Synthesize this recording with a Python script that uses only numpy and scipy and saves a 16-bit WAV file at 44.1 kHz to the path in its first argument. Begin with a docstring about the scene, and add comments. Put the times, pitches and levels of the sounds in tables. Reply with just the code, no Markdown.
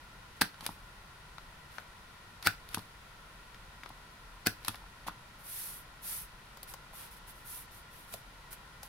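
"""A plastic corner punch rounds three corners of a thick card in a small room, over a faint steady whirr.
Each time the card drags in the slot, the blade crunches through its fibres and the lever snaps home.
Plastic parts click, the base rocks on the mat, the blade springs back and the card slips out.
Then the punch is put aside, a hand sweeps the scraps off the mat, and fingers flick and rub the card."""
import sys
import numpy as np
from scipy import signal
from scipy.fft import rfft, irfft, next_fast_len
from scipy.io import wavfile

SR = 44100
rng = np.random.default_rng(int(sys.argv[2]) if len(sys.argv) > 2 else 0)


def master(y):
    """Save y as 16-bit WAV."""
    cut = np.clip(np.atleast_2d(y).T, -1, 1)
    pcm = np.round(cut * 32767)  # scale
    wavfile.write(sys.argv[1], SR, pcm.astype(np.int16))


N = 391608
TIME = np.arange(N) / SR
AGE = np.arange(SR // 3) / SR   # seconds since a contact


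def from_db(db):
    """Turn decibels into a gain."""
    return 10 ** (np.asarray(db) / 20)


def set_energy(x, seconds):
    """Give a sound the energy that an rms level of 1 has over this many seconds."""
    return x / np.sqrt(np.mean(np.sum(x ** 2, axis=-1)) / (seconds * SR) + 1e-20)


def add(out, start_s, sound):
    """Mix a sound in from its start time."""
    at = round(start_s * SR)
    out[:, at:at + sound.shape[-1]] += sound[..., :N - at]


def coloured(x, tone):
    """Shape a sound with a tone curve, whose rows are pitch_hz, level_db."""
    size = 2 * next_fast_len(x.shape[-1] // 2 + 2048)
    hz, db = np.transpose(sorted(tone))
    bins_hz = np.fft.rfftfreq(size, 1 / SR)
    gain = from_db(np.interp(np.log(bins_hz + 1), np.log(hz), db))
    # minimum phase: the filter never rings ahead of the sound
    cepstrum = irfft(np.log(gain))
    cepstrum[1:size // 2] *= 2
    cepstrum[size // 2 + 1:] = 0
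    return irfft(rfft(x, size) * np.exp(rfft(cepstrum)))[..., :x.shape[-1]]


def filtered(x, order, hz, kind):
    """Keep the highs or one band of a sound."""
    return signal.sosfilt(signal.butter(order, hz, kind, fs=SR, output="sos"), x)


def panned(x, pan_db):
    """Make the left ear louder than the right by pan_db."""
    return x * from_db(np.array([[pan_db], [-pan_db]]) / 2)


def dying(t60):
    """A fade that loses 60 dB in t60 seconds."""
    return np.exp(-np.log(1000) * AGE / t60)


def swell(peak_s, rise_t60, fall_t60):
    """Strain builds up until peak_s, then lets go."""
    distance = np.maximum((peak_s - TIME) / rise_t60, (TIME - peak_s) / fall_t60)
    return from_db(-60 * np.minimum(distance, 2))


def strokes(rows, skew, power):
    """Each stroke gets louder and softer with the hand's speed; a skew under 1 peaks early."""
    level = np.zeros(N)
    for start_s, length_s, db in rows:
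        during = (TIME > start_s) & (TIME < start_s + length_s)
        speed = np.sin(np.pi * ((TIME[during] - start_s) / length_s) ** skew)
        level[during] += from_db(db) * np.abs(speed) ** power
    return level


def grains(envelope, spread_db, apart_hz):
    """Many tiny contacts of uneven size; the ears differ mostly above apart_hz."""
    noise = rng.standard_normal((2, len(envelope)))
    mid, side = noise * from_db(spread_db * rng.standard_normal(len(envelope))) * envelope
    side = filtered(side, 1, apart_hz, "high")
    return np.array([mid + side, mid - side])


def ring(notes, ear_phase, rise_s, scatter_db=1.5):
    """A struck object's notes fade, a bit different each time; high ones reach the ears out of step."""
    out = 0
    for hz, db, t60 in notes:
        phase = ear_phase * hz / 1000 * rng.standard_normal() * np.array([[1], [-1]])
        gain = from_db(db + scatter_db * rng.standard_normal())
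        out = out + gain * dying(t60) * np.cos(2 * np.pi * hz * AGE + phase)
    return out * (1 - np.exp(-(AGE / rise_s) ** 2))


def friction(level, tone, grain_db, pan_db):
    """Skin or paper catches on fine texture and makes a grainy hiss."""
    catches = np.interp(TIME, TIME[::64], rng.standard_normal(len(TIME[::64])))
    hiss = coloured(rng.standard_normal((2, N)) * from_db(grain_db * catches), tone)
    return panned(level * set_energy(hiss, N / SR), pan_db)


def clicks(contacts, tone, hard_t60, soft_t60, energy_s, ends_db, pan_db):
    """Strong contacts tick crisply, weak ones scuff a little longer; dull ones lie further left."""
    out = np.zeros((2, N))
    bands_hz = [(120, 1800), (1800, 7000), (7000, 17000)]
    for start_s, level_db, bright_db in contacts:
        t60 = np.interp(level_db, [-52, -40], [soft_t60, hard_t60])
        burst = coloured(grains(dying(t60), spread_db=2.0, apart_hz=4500), tone)
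        levels_db = level_db + np.array([ends_db - bright_db, 0, ends_db + bright_db])
        tick = sum(from_db(db) * set_energy(filtered(burst, 3, hz, "band"), energy_s)
                   for db, hz in zip(levels_db, bands_hz))
        add(out, start_s, panned(tick, pan_db - 0.24 * bright_db))
    return out


# Tone of the whirr that both ears share: pitch_hz, level_db
SHARED_WHIRR_TONE = [(20, -7), (41, 5), (65, -5.5), (160, -6), (260, -16), (400, -16.5), (800, -15.5),
                     (1020, -8.5), (1210, -17.5), (1390, -7), (1650, -19.5), (1920, -11.5), (2130, -20),
                     (2400, -17.5)]
# Tone of the whirr that is opposite in the two ears: pitch_hz, level_db
SIDE_WHIRR_TONE = [(20, -17), (41, -26), (80, -23), (350, -28.5), (720, -21), (860, -13.5), (1180, -16.5),
                   (1290, -14.5), (1390, -15.5), (1470, -18), (1630, -13), (1950, -18.5), (2250, -22),
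                   (2400, -20)]
# Tone of the hiss on top of both: pitch_hz, level_db
HISS_TONE = [(2700, -20.5), (4000, -22.5), (6000, -29), (7500, -33), (10500, -29.5), (13000, -36),
             (16000, -39.5)]
def whirr(level_db=-54):
    """Air rushes steadily, as from a small fan."""
    mid = coloured(rng.standard_normal(N), SHARED_WHIRR_TONE + HISS_TONE)
    side = from_db(0.1) * coloured(rng.standard_normal(N), SIDE_WHIRR_TONE + HISS_TONE)
    ears = np.array([mid + side, mid - side]) / np.std(mid)
    return panned(from_db(level_db) * ears, pan_db=1.05)


# Short scrapes of card and plastic: start_s, length_s, level_db
SCRAPES = [(0.355, 0.045, -58.5), (1.70, 0.13, -56.5), (2.425, 0.045, -46), (5.064, 0.033, -42.5),
           (6.96, 0.14, -56.5)]
# Tone of a scrape: pitch_hz, level_db
SCRAPE_TONE = [(100, -6), (400, -7), (1000, 1), (2000, -0.5), (4500, -5), (7500, -12.5), (11000, -4.5),
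               (16000, -16)]
def scrapes():
    """Card and plastic drag against the punch and the mat."""
    return friction(strokes(SCRAPES, skew=0.99, power=0.66), SCRAPE_TONE, grain_db=4.0, pan_db=-1.0)


# The three cuts: snap_s, build_up_s, tear_db, crack_db, housing_db, thud_db
CORNER_CUTS = [(0.4181, 0.0086, -17.5, -23.5, -23, -32.5), (2.471, 0.048, -25.5, -20, -18, -33.5),
               (4.4695, 0.021, -26, -20.5, -21, -33.5)]
# Tone of tearing fibres: pitch_hz, level_db
TEAR_TONE = [(80, -6.5), (320, 9.5), (540, -5), (750, 7), (1050, 3.5), (1600, 1.5), (2350, 6), (2800, -0.5),
             (3900, -1), (4600, 8.5), (5600, -3), (6900, -11.5), (10000, -2.5), (13500, -8), (16000, -12)]
# Tone of the lever hitting its stop: pitch_hz, level_db
LEVER_TONE = [(50, -6), (250, -2.5), (550, -10.5), (1000, -5.5), (1650, 3.5), (2300, 0.5), (2900, -6.5),
              (4700, -5.5), (6500, -12), (11000, -8.5), (16000, -8.5)]
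# Notes of the table under the mat: pitch_hz, level_db, fade_s
TABLE_NOTES = [(108.4, 0, .11), (174, 2.5, 0.07), (223, 3.5, 0.058), (280, -4.5, 0.086), (419, -7, 0.067)]
# Notes of the punch's plastic housing: pitch_hz, level_db, fade_s
HOUSING_NOTES = [(725, -14.5, 0.062), (1150, -23, 0.018), (1495, -3, 0.058), (1606, 7.5, 0.021),
                 (1766, -0.5, 0.034), (1857, -15, 0.051), (1930, -27, .05), (2424, -13, 0.042),
                 (3610, -12, 0.025), (3810, -18, 0.024), (4340, -27, 0.025), (4460, -5, 0.02),
                 (4620, -10, 0.016), (5200, -8, 0.016), (5760, -9, 0.022)]
def punch(tear_lead_s=0.0047, push_db=-19):
    """Fibres break in a short crunch that shakes the table, then the lever hits its stop."""
    tearing = sum(from_db(db) * swell(snap_s - tear_lead_s, build_s, fall_t60=0.043)
                  for snap_s, build_s, db, *_ in CORNER_CUTS)
    out = panned(coloured(grains(tearing, spread_db=0.5, apart_hz=5000), TEAR_TONE), pan_db=1.7)
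    for snap_s, _, tear_db, crack_db, housing_db, thud_db in CORNER_CUTS:
        shake = rng.choice([-1, 1]) * ring(TABLE_NOTES, ear_phase=0.3, rise_s=0.0025)
        crack = coloured(grains(dying(0.015), spread_db=6.5, apart_hz=5000), LEVER_TONE)
        housing = ring(HOUSING_NOTES, ear_phase=0.062, rise_s=0.0013)
        thud = ring(TABLE_NOTES, ear_phase=0.3, rise_s=0.00079)
        add(out, snap_s - tear_lead_s, from_db(tear_db + push_db) * shake)
        add(out, snap_s, panned(from_db(crack_db) * set_energy(crack, 0.0062), pan_db=-3.5))
        add(out, snap_s, panned(from_db(housing_db) * housing, pan_db=3.5))
        add(out, snap_s, panned(from_db(thud_db) * thud, pan_db=2.5))
    return out


# Light touches in the punch: start_s, level_db, bright_db
PLASTIC_TOUCHES = [(0.543, -59, -7), (0.608, -47, -1), (1.382, -51, -10), (1.783, -47.5, -12),
                   (2.426, -45.5, 0.5), (2.689, -52.5, 4), (2.781, -49.5, 1), (2.792, -50.5, -3),
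                   (3.545, -55.5, -7), (3.835, -52, -5), (3.860, -52, -10.5), (3.891, -57, 4),
                   (4.648, -43, 2.5), (4.744, -50.5, -8.5), (4.756, -51.5, 2)]
# Tone of a plastic click: pitch_hz, level_db
PLASTIC_TONE = [(100, -20.5), (500, -10), (800, -2.5), (1300, 1.5), (2000, -1), (3700, 7), (5300, 0.5),
                (7500, -14), (11000, -1.5), (16000, -15.5)]
def plastic_clicks():
    """Plastic parts and the card's corner tick as they touch."""
    return clicks(PLASTIC_TOUCHES, PLASTIC_TONE, hard_t60=0.018, soft_t60=0.02,
                  energy_s=0.0096, ends_db=-5.0, pan_db=2.0)


# The base and the card bump the mat: start_s, pitch_hz, level_db, thud_db
MAT_KNOCKS = [(0.6262, 950, -42, -56), (0.691, 910, -29.5, -43.5), (1.7832, 1160, -40, -64),
              (2.773, 930, -26.5, -39), (3.834, 1930, -32, -62), (3.904, 850, -37.5, -53.5),
              (4.6814, 1010, -25.5, -50), (4.692, 930, -35, -52), (4.821, 910, -44, -68),
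              (4.84, 920, -42.5, -66), (5.0664, 770, -36, -48.5), (5.0833, 1030, -22.5, -50),
              (5.096, 1250, -34, -56), (6.572, 714, -45, -59), (6.935, 775, -42, -64),
              (8.142, 620, -34, -55.5)]
def knocks(cycles=3.56):
    """The mat stops each knock within a few cycles; the table hums on below."""
    out = np.zeros((2, N))
    for start_s, hz, db, thud_db in MAT_KNOCKS:
        progress = 4 * AGE * hz / cycles
        knock = (progress * np.exp(1 - progress)) ** 2 * np.sin(2 * np.pi * hz * AGE)
        thud = ring(TABLE_NOTES, ear_phase=0.63, rise_s=0.00061, scatter_db=4.0)
        add(out, start_s, from_db(db) * knock + from_db(thud_db) * thud)
    return panned(out, pan_db=2.5)


# The lever is let go: start_s, click_db, bright_db, slip_db
LEVER_RELEASES = [(0.664, -34.5, 2.5, -59), (2.745, -34.5, 3, -61), (4.682, -32.5, 4, -59)]
# Tone of sliding card: pitch_hz, level_db
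CARD_TONE = [(500, -5), (1500, -3), (3000, -3), (5500, -4.5), (7300, -7), (9000, 0), (10500, 4), (13000, 1),
             (15000, -1.5), (16500, -13)]
def spring_back(drag_db=-45, drag_lead_s=0.0032, jolt_db=-48.5, slip_s=0.17):
    """The spring drags the blade back until it clicks free and jolts the table; the card slips out."""
    out = clicks([row[:3] for row in LEVER_RELEASES], PLASTIC_TONE, hard_t60=0.019, soft_t60=0.025,
                 energy_s=0.0086, ends_db=-2, pan_db=3.3)
    dragging = np.zeros(N)
    for start_s, *_ in LEVER_RELEASES:
        dragging += from_db(drag_db) * swell(start_s - drag_lead_s, rise_t60=0.19, fall_t60=0.071)
        add(out, start_s, from_db(jolt_db) * ring(TABLE_NOTES, ear_phase=0.5, rise_s=0.0007))
    out += friction(dragging, SCRAPE_TONE, grain_db=4.5, pan_db=0.0)
    slips = [(start_s, slip_s, db) for start_s, _, _, db in LEVER_RELEASES]
    return out + friction(strokes(slips, skew=0.33, power=1.5), CARD_TONE, grain_db=2.0, pan_db=-8.0)


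# Sweeps of the hand: start_s, length_s, relative_level_db
HAND_SWEEPS = [(5.38, 0.073, -62), (5.43, 0.42, -43.5), (6.016, 0.26, -41), (7.44, 0.23, -47)]
# Tone of sliding skin: pitch_hz, level_db
SKIN_TONE = [(500, -23), (1500, -10.5), (2700, -11.5), (5500, -10), (7500, -11.5), (9000, -4.5),
             (10000, 0.5), (12500, -0.5), (14500, -5), (16000, -10)]
def hand_sweeps(gain_db=2.5):
    """Skin hisses over the mat, then along the card."""
    level = from_db(gain_db) * strokes(HAND_SWEEPS, skew=0.74, power=1.18)
    return friction(level, SKIN_TONE, grain_db=1.0, pan_db=-1.0)


# Fingertips flick the card: start_s, level_db, bright_db
EDGE_FLICKS = [(6.571, -55, 0), (6.630, -49, 6.5), (6.738, -46, 0), (8.138, -42.5, 3.5), (8.529, -51.5, 9),
               (8.831, -47.5, 1.5)]
# Tone of a flick: pitch_hz, level_db
EDGE_TONE = [(100, -18), (380, -22.5), (560, 5.5), (900, 8.5), (1500, -5.5), (3000, -6), (4000, -1.5),
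             (4750, -5), (5800, -3), (7500, -4.5), (11500, 7), (16000, 1)]
# Notes of the card's edge: pitch_hz, level_over_flick_db, fade_s
EDGE_NOTES = [(1100, -2.5, 0.033), (4760, 4, 0.017)]
def card_flicks():
    """Each flick ticks and makes the card's stiff edge ring briefly."""
    out = clicks(EDGE_FLICKS, EDGE_TONE, hard_t60=0.028, soft_t60=0.035,
                 energy_s=0.0055, ends_db=0.2, pan_db=2.5)
    for start_s, db, _ in EDGE_FLICKS:
        add(out, start_s, from_db(db) * ring(EDGE_NOTES, ear_phase=0.13, rise_s=0.00064))
    return out


# Strokes of the fingers: start_s, length_s, relative_level_db
FINGER_RUBS = [(6.67, 0.083, -48), (6.925, 0.19, -48), (7.105, .06, -52.5), (7.16, .036, -55),
               (7.268, 0.069, -50), (7.33, 0.15, -60), (7.705, 0.13, -53.5), (7.9, 0.2, -56),
               (8.07, 0.16, -54), (8.12, .035, -48.5), (8.505, 0.056, -47.5), (8.825, 0.062, -52.5)]
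def finger_rubs(gain_db=-1.3):
    """Fingers and card slide over each other with a soft hiss."""
    level = from_db(gain_db) * strokes(FINGER_RUBS, skew=0.66, power=1.05)
    return friction(level, CARD_TONE, grain_db=1.5, pan_db=-1.0)


# Tone of the room's echoes: pitch_hz, level_db
ECHO_TONE = [(80, -4.5), (300, -1), (800, -1.5), (1600, -1), (4000, 1), (7000, -2.5), (11000, -2.5),
             (16000, -7)]
def room(x, t60=0.2, tail_start_s=0.0079, echo_s=0.0092):
    """A furnished room answers with one near echo and a short wash of fainter ones."""
    tail = grains(dying(t60) * (AGE > tail_start_s), spread_db=-0.5, apart_hz=700)
    answer = from_db(-11) * set_energy(tail, 1 / SR)
    at = round(echo_s * SR)
    answer[[0, 1], [at, at + 4]] += from_db(-14)   # the echo reaches the right ear just after the left
    return signal.fftconvolve(x, coloured(answer, ECHO_TONE), axes=-1)[:, :N]


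def scene():
    """Everything on the table sounds into the room, over the whirr."""
    air = whirr()
    punching = scrapes() + punch() + plastic_clicks() + knocks() + spring_back()
    handling = hand_sweeps() + card_flicks() + finger_rubs()
    table = filtered(punching + handling, 2, 65, "high")   # the table top gives off little deep bass
    return air + table + room(table)


def record(dry, cutoff_hz=15750):
    """Cut off the highest treble steeply."""
    return signal.sosfilt(signal.ellip(10, .2, 80, cutoff_hz, fs=SR, output="sos"), dry)


dry = scene()
out = record(dry)
master(out)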